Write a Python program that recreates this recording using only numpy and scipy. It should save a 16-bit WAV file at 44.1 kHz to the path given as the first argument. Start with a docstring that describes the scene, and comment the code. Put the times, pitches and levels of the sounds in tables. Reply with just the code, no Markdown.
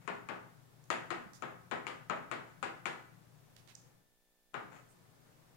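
"""A lecture room, one microphone at the blackboard (left) and one four metres further off (right).
Chalk taps out a formula: each touch knocks the panel, sets it ringing and fills the room.
Light strokes hiss in between, and small things click and bump near the far microphone.
Ventilation hums; in the pause a noise gate shuts out the room, leaving the electronics' buzz and hiss."""
import sys
import numpy as np
from scipy import signal
from scipy.fft import rfft, irfft
from scipy.io import wavfile
from scipy.ndimage import uniform_filter1d

SR = 44100
rng = np.random.default_rng(int(sys.argv[2]) if len(sys.argv) > 2 else 0)


def wav_out(sig):
    """Save sig, one row per channel (or a flat mono array), as 16-bit PCM at SR to the path in sys.argv[1]."""
    wavfile.write(sys.argv[1], SR, np.round(np.clip(np.atleast_2d(sig).T, -1, 1) * 32767).astype(np.int16))


N = 245346
TIME = np.arange(N) / SR


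def from_db(db):
    """Decibels to gain."""
    return 10 ** (np.asarray(db) / 20)


def at_hz(points, hz):
    """Read a table along a log-frequency axis."""
    points = np.array(points)
    return np.interp(np.log(hz), np.log(points[:, 0]), points[:, 1])


def bins(size):
    """The frequencies of a transform, kept above zero."""
    return np.maximum(np.fft.rfftfreq(size, 1 / SR), 1)


def noise(gain, size):
    """Noise with a gain for each frequency; rms near 1."""
    return irfft(rfft(rng.standard_normal(size)) * gain / np.sqrt(np.mean(gain ** 2)), size)


def shaped(spectrum, size):
    """Noise that follows the shape of a spectrum table; rms near 1."""
    return noise(from_db(at_hz(spectrum, bins(size))), size)


def add(track, s, sound):
    """Mix a sound into a track from a given moment on."""
    start = max(round(s * SR), 0)
    track[start:start + len(sound)] += sound[:N - start]


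def delayed(x, s):
    """The same sound, later."""
    return np.interp(TIME - s, TIME, x, left=0)


def high_pass(x, hz, order):
    """Thin out the bass."""
    return signal.sosfilt(signal.butter(order, hz, "high", fs=SR, output="sos"), x)


def dying(t, t60):
    """A decay of 60 dB in t60."""
    return np.exp(-np.log(1000) * t / t60)


def mode(hz, db, t60, t):
    """A struck mode: one decaying sine."""
    return from_db(db) * np.sin(2 * np.pi * hz * t) * dying(t, t60)


def fade_by_band(x, t60s):
    """Each region of the spectrum dies away at its own rate."""
    size = len(x)
    centres, times = np.transpose(t60s)
    spectrum, log_hz, t = rfft(x), np.log(bins(size)), np.arange(size) / SR
    shares = [np.interp(log_hz, np.log(centres), row) for row in np.eye(len(centres))]
    return sum(irfft(spectrum * share, size) * dying(t, t60) for share, t60 in zip(shares, times))


def swell(length, size):
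    """A quick rise and softer fall that last a given time."""
    return np.sin(np.pi * np.sqrt(np.minimum(np.arange(size) / SR / length, 1)))


def burst(length, hz, width_hz, size):
    """A short swell of noise in one broad, steep-sided resonance."""
    f = bins(size)
    return swell(length, size) * noise(1 / (1 + ((f - hz ** 2 / f) / width_hz) ** 2), size)


# air rush at both microphones: f/Hz, relative density/dB
AIR_RUSH = [(25, -13), (60, 1), (80, 0), (100, -0.5), (160, 0.5), (220, 5), (300, 2.5), (500, 0.5),
            (900, -2), (1500, -6.5), (3000, -13), (6000, -15), (15000, -20)]
# fan motor: f/Hz, level at the board/dB, level far off/dB (both before the hum's envelope)
FAN_MOTOR = (119.5, -67, -73.5)
# duct drones: f/Hz, width/Hz, level at the board/dB, level far off/dB (likewise)
DUCT_DRONES = [(117, 51, -69.5, -83), (147, 17, -63.5, -87), (175.7, 9.7, -69.5, -84)]


def ventilation(near_db=-66.5, far_db=-68, hum_db=1.2, hold_s=2.4, sink_db_per_s=2):
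    """Room tone: steady air rush, with a motor hum and wavering duct drones that hold, then sink."""
    rush = np.array([from_db(db) * shaped(AIR_RUSH, N) for db in (near_db, far_db)])
    motor_hz, *motor_db = FAN_MOTOR
    hum = from_db(motor_db)[:, None] * np.sqrt(2) * np.sin(2 * np.pi * motor_hz * TIME)
    for hz, width, *mics_db in DUCT_DRONES:
        resonance = 1 / (1 + ((bins(N) - hz) / width) ** 2) ** 2
        hum += from_db(mics_db)[:, None] * noise(resonance, N)
    envelope = from_db(hum_db - sink_db_per_s * np.maximum(TIME - hold_s, 0))
    return rush + hum * envelope


# outline of the mains harmonics: f/Hz, level of each/dB
MAINS_BUZZ = [(60, -103), (120, -103), (180, -90.5), (300, -92), (500, -92), (800, -97), (1150, -106),
              (2400, -114)]
# thin whines: f/Hz, level/dB
WHINE_TONES = [(1767, -89.5), (3536, -95), (7084, -106), (8861, -106)]
# each channel's noise floor: f/Hz, relative density/dB
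CHANNEL_HISS = [(15, 27.5), (30, 25.5), (70, 9), (300, 0), (2000, 4), (8000, 2.5), (15000, 3.5)]


def electronics(mains_hz=59.9, hiss_db=-74.5, smear_cycles=0.094):
    """Mains buzz (one blurred pulse a cycle) and whines common to both channels; each has its own hiss."""
    harmonics = [(hz, at_hz(MAINS_BUZZ, hz)) for hz in mains_hz * np.arange(1, 31)]
    tones = np.zeros(N)
    for hz, db in harmonics + WHINE_TONES:
        cycles = hz * TIME + smear_cycles * rng.standard_normal()
        tones += np.sqrt(2) * from_db(db) * np.sin(2 * np.pi * cycles)
    return tones + from_db(hiss_db) * np.array([shaped(CHANNEL_HISS, N), shaped(CHANNEL_HISS, N)])


# light strokes, close to the board microphone: t/s, length/s, level/dB
LIGHT_STROKES = [(0.0, 0.2, -63.5), (2.471, 0.081, -64), (4.532, 0.013, -53), (4.716, 0.12, -55.5),
                 (5.242, 0.13, -73)]
# sliding chalk: f/Hz, relative density/dB
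CHALK_SCRAPE = [(150, 1), (500, 3.5), (1400, 3.5), (2600, -3.5), (4000, -18), (5800, -19), (7000, -8),
                (8500, -23), (14000, -32)]


def chalk_strokes(drag_after_s=.06, drag_s=.04, drag_db=-60, grain_db=4, size=4096):
    """Sliding chalk crumbles in uneven grains, in light strokes and in a brief drag after each tap."""
    out = np.zeros(N)
    drags = [(s + drag_after_s, drag_s, drag_db + strength_db) for s, strength_db, *_ in CHALK_TAPS]
    for s, length, db in LIGHT_STROKES + drags:
        grains = from_db(grain_db * noise(1. * (bins(size) < 400), size))
        add(out, s, from_db(db) * swell(length, size) * grains * shaped(CHALK_SCRAPE, size))
    return out


# chalk landing by the board microphone: t/s, strength/dB, hardness/(dB per octave), knock offset/dB
CHALK_TAPS = [(0.0767, -2, -1.9, -3), (0.288, -4, -2, -4), (0.9029, 0, 2.5, 6.5), (1.1048, -2.5, 0.7, 0.5),
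              (1.423, -4.5, -2.8, -1), (1.7125, -1, -0.8, -6.5), (1.8678, -6, 2.5, -0.5),
              (2.098, 1, -2.5, 0), (2.3143, -4, 0.9, 4), (2.6283, -3.5, 1.6, 5.5), (2.8565, -3.5, 3, 1.2),
              (4.5421, -3.5, -3, -4)]
# the tick of stick and panel: f/Hz, relative level/dB, t60/s
TICK_MODES = [(340, -65, 0.014), (1890, -24, 0.0037), (2310, -23, 0.008), (2850, -24.5, 0.0018),
              (4120, -36.5, 0.0055), (6940, -33.5, 0.0081), (8250, -37, 0.0033), (9570, -56, 0.0026)]
# the panel's dense ringing: f/Hz, relative density/dB
RING_SPECTRUM = [(60, -35), (120, -5), (200, -5), (330, -2), (560, -0.5), (800, 1.5), (1250, 0.5),
                 (2000, -2), (2900, -8.5), (4300, -18), (5800, -25.5), (7200, -26), (9500, -31),
                 (14000, -51.5)]
# how long it rings: f/Hz, t60/s
RING_T60 = [(150, 0.67), (500, 0.32), (1400, 0.34), (3500, 0.23), (8000, 0.19)]
# the panel's strongest modes: f/Hz, relative level/dB, t60/s
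RING_MODES = [(144.5, -56.5, 0.66), (244, -46.5, 0.38), (290, -59, 0.2), (343.2, -41.5, 0.25),
              (409.7, -43.5, 0.37), (507.6, -43.5, 0.32), (675, -51.5, 0.52), (1049, -31, 0.071),
              (1284, -47, 0.25), (1493, -35, 0.062), (1686, -64, .16), (2210, -55, 0.092)]


def chalk_taps(knock_hz=1263, knock_db=-21.5, knock_t60_s=0.014, tick_db_per_hardness=1.88,
               ring_db=-30, pivot_hz=1300, spread_s=0.0024, size=32768):
    """The chalk lands: a knock and tick at the spot, then waves spread through the panel. Returns both."""
    spot, panel = np.zeros(N), np.zeros(N)
    t = np.arange(size) / SR
    octaves_up = np.log2(np.maximum(bins(size) / pivot_hz, 1))
    for s, strength_db, hardness, offset_db in CHALK_TAPS:
        knock = mode(knock_hz, knock_db + offset_db, knock_t60_s, t)
        tick = sum((-1) ** k * mode(hz, db + tick_db_per_hardness * hardness + rng.normal(0, 3.6), t60, t)
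                   for k, (hz, db, t60) in enumerate(TICK_MODES))
        add(spot, s, from_db(strength_db) * (knock + tick))
        # a harder contact is shorter and reaches higher
        contact = from_db(hardness * octaves_up)
        excitation = irfft(rfft(shaped(RING_SPECTRUM, size)) * contact)
        ringing = from_db(ring_db) * fade_by_band(excitation, RING_T60)
        for hz, db, t60 in RING_MODES:  # each spot weights the modes anew
            ringing += rng.choice([-1, 1]) * mode(hz, db + rng.normal(0, 2), t60, t)
        add(panel, s, from_db(strength_db) * ringing * (1 - np.exp(-t / spread_s)))
    return spot, panel


# the lecture room's reverberation: f/Hz, t60/s
ROOM_DECAY = [(150, 0.8), (500, 0.48), (1400, 0.58), (3500, 0.41), (8000, 0.49)]


def room(x, build_s, early_db, first_s=.012, early_t60=0.18, size=32768):
    """Reflections at one microphone: a cluster off walls and desks, then a tail, longest in the bass."""
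    t = np.arange(size) / SR
    early = from_db(early_db) * rng.standard_normal(size) * dying(t, early_t60)
    tail = fade_by_band(rng.standard_normal(size), ROOM_DECAY)
    response = (early + tail) * (1 - np.exp(-t / build_s))
    response /= np.sqrt(np.sum(response ** 2))
    return delayed(signal.fftconvolve(x, response)[:N], first_s)


# small things by the far microphone: t/s, click level/dB, rustle level/dB, f/Hz, width/Hz
FAR_CLICKS = [(0.839, -62, -76, 6550, 3200), (1.333, -51.5, -57, 5840, 4840), (3.564, -51, -64, 2900, 6500),
              (3.675, -55, -57, 2350, 5000), (3.7513, -43.5, -73, 6140, 2000),
              (4.887, -66, -67.5, 8240, 3500)]
# soft bumps by the far microphone: t/s, level/dB
FAR_BUMPS = [(1.228, -51), (1.26, -43.5), (1.32, -51)]


def handling(click_s=0.006, rustle_s=0.053, bump_hz=206, bump_t60_s=0.12, size=8192):
    """Small things handled away from the board: clicks, each with a rustle after it, and dull bumps."""
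    out = np.zeros(N)
    for s, click_db, rustle_db, hz, width_hz in FAR_CLICKS:
        add(out, s, from_db(click_db) * burst(click_s, hz, width_hz, size))
        add(out, s + click_s, from_db(rustle_db) * burst(rustle_s, hz, width_hz, size))
    for s, db in FAR_BUMPS:
        add(out, s, mode(bump_hz, db, bump_t60_s, np.arange(size) / SR))
    return out


def gate(x, threshold_db=-47, hold_s=0.92, release_s=0.36, ahead_s=0.0035, size=256):
    """A noise gate, open at first: opens just ahead of a loud sound at the board, holds, fades shut."""
    loud = uniform_filter1d(x[0] ** 2, size) > from_db(threshold_db) ** 2
    quiet_for = TIME - np.maximum.accumulate(TIME * loud)
    gain = np.clip(1 - (quiet_for - hold_s) / release_s, 0, 1) ** 2
    return x * np.interp(TIME + ahead_s, TIME, uniform_filter1d(gain, size))


def scene(far_lag_s=.011, far_direct_db=-13, near_room_db=-10, far_room_db=-7,
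          echo_lag_s=.0089, echo_db=-9, board_low_hz=115):
    """The near microphone is at the board; four metres off, the far one hears it late, mostly as room."""
    spot, panel = chalk_taps()
    # a thin panel radiates little bass, and less still into the distance
    spot = high_pass(spot, board_low_hz, order=2)
    panel = high_pass(panel + chalk_strokes(), board_low_hz, order=4)
    board, small_things = spot + panel, handling()
    into_room = high_pass(panel + from_db(-4) * spot + from_db(-1) * small_things, hz=260, order=1)
    # a small hard surface throws the treble of each tick back
    echo = from_db(echo_db) * delayed(high_pass(spot, hz=1400, order=2), echo_lag_s)
    near = board + echo + from_db(-16) * delayed(small_things, far_lag_s)
    near += from_db(near_room_db) * room(into_room, build_s=0.018, early_db=-12)
    far = from_db(far_direct_db) * delayed(board, far_lag_s) + small_things
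    far += from_db(far_room_db) * room(into_room, build_s=0.0049, early_db=5.5)
    return np.array([near, far]) + ventilation()


def record(dry, cutoff_hz=15800):
    """Behind the microphones: the gate, the noise of the electronics, and a steep cut at the top."""
    low_pass = signal.ellip(12, .1, 80, cutoff_hz, fs=SR, output="sos")
    return signal.sosfilt(low_pass, gate(dry) + electronics())


dry = scene()
out = record(dry)
wav_out(out)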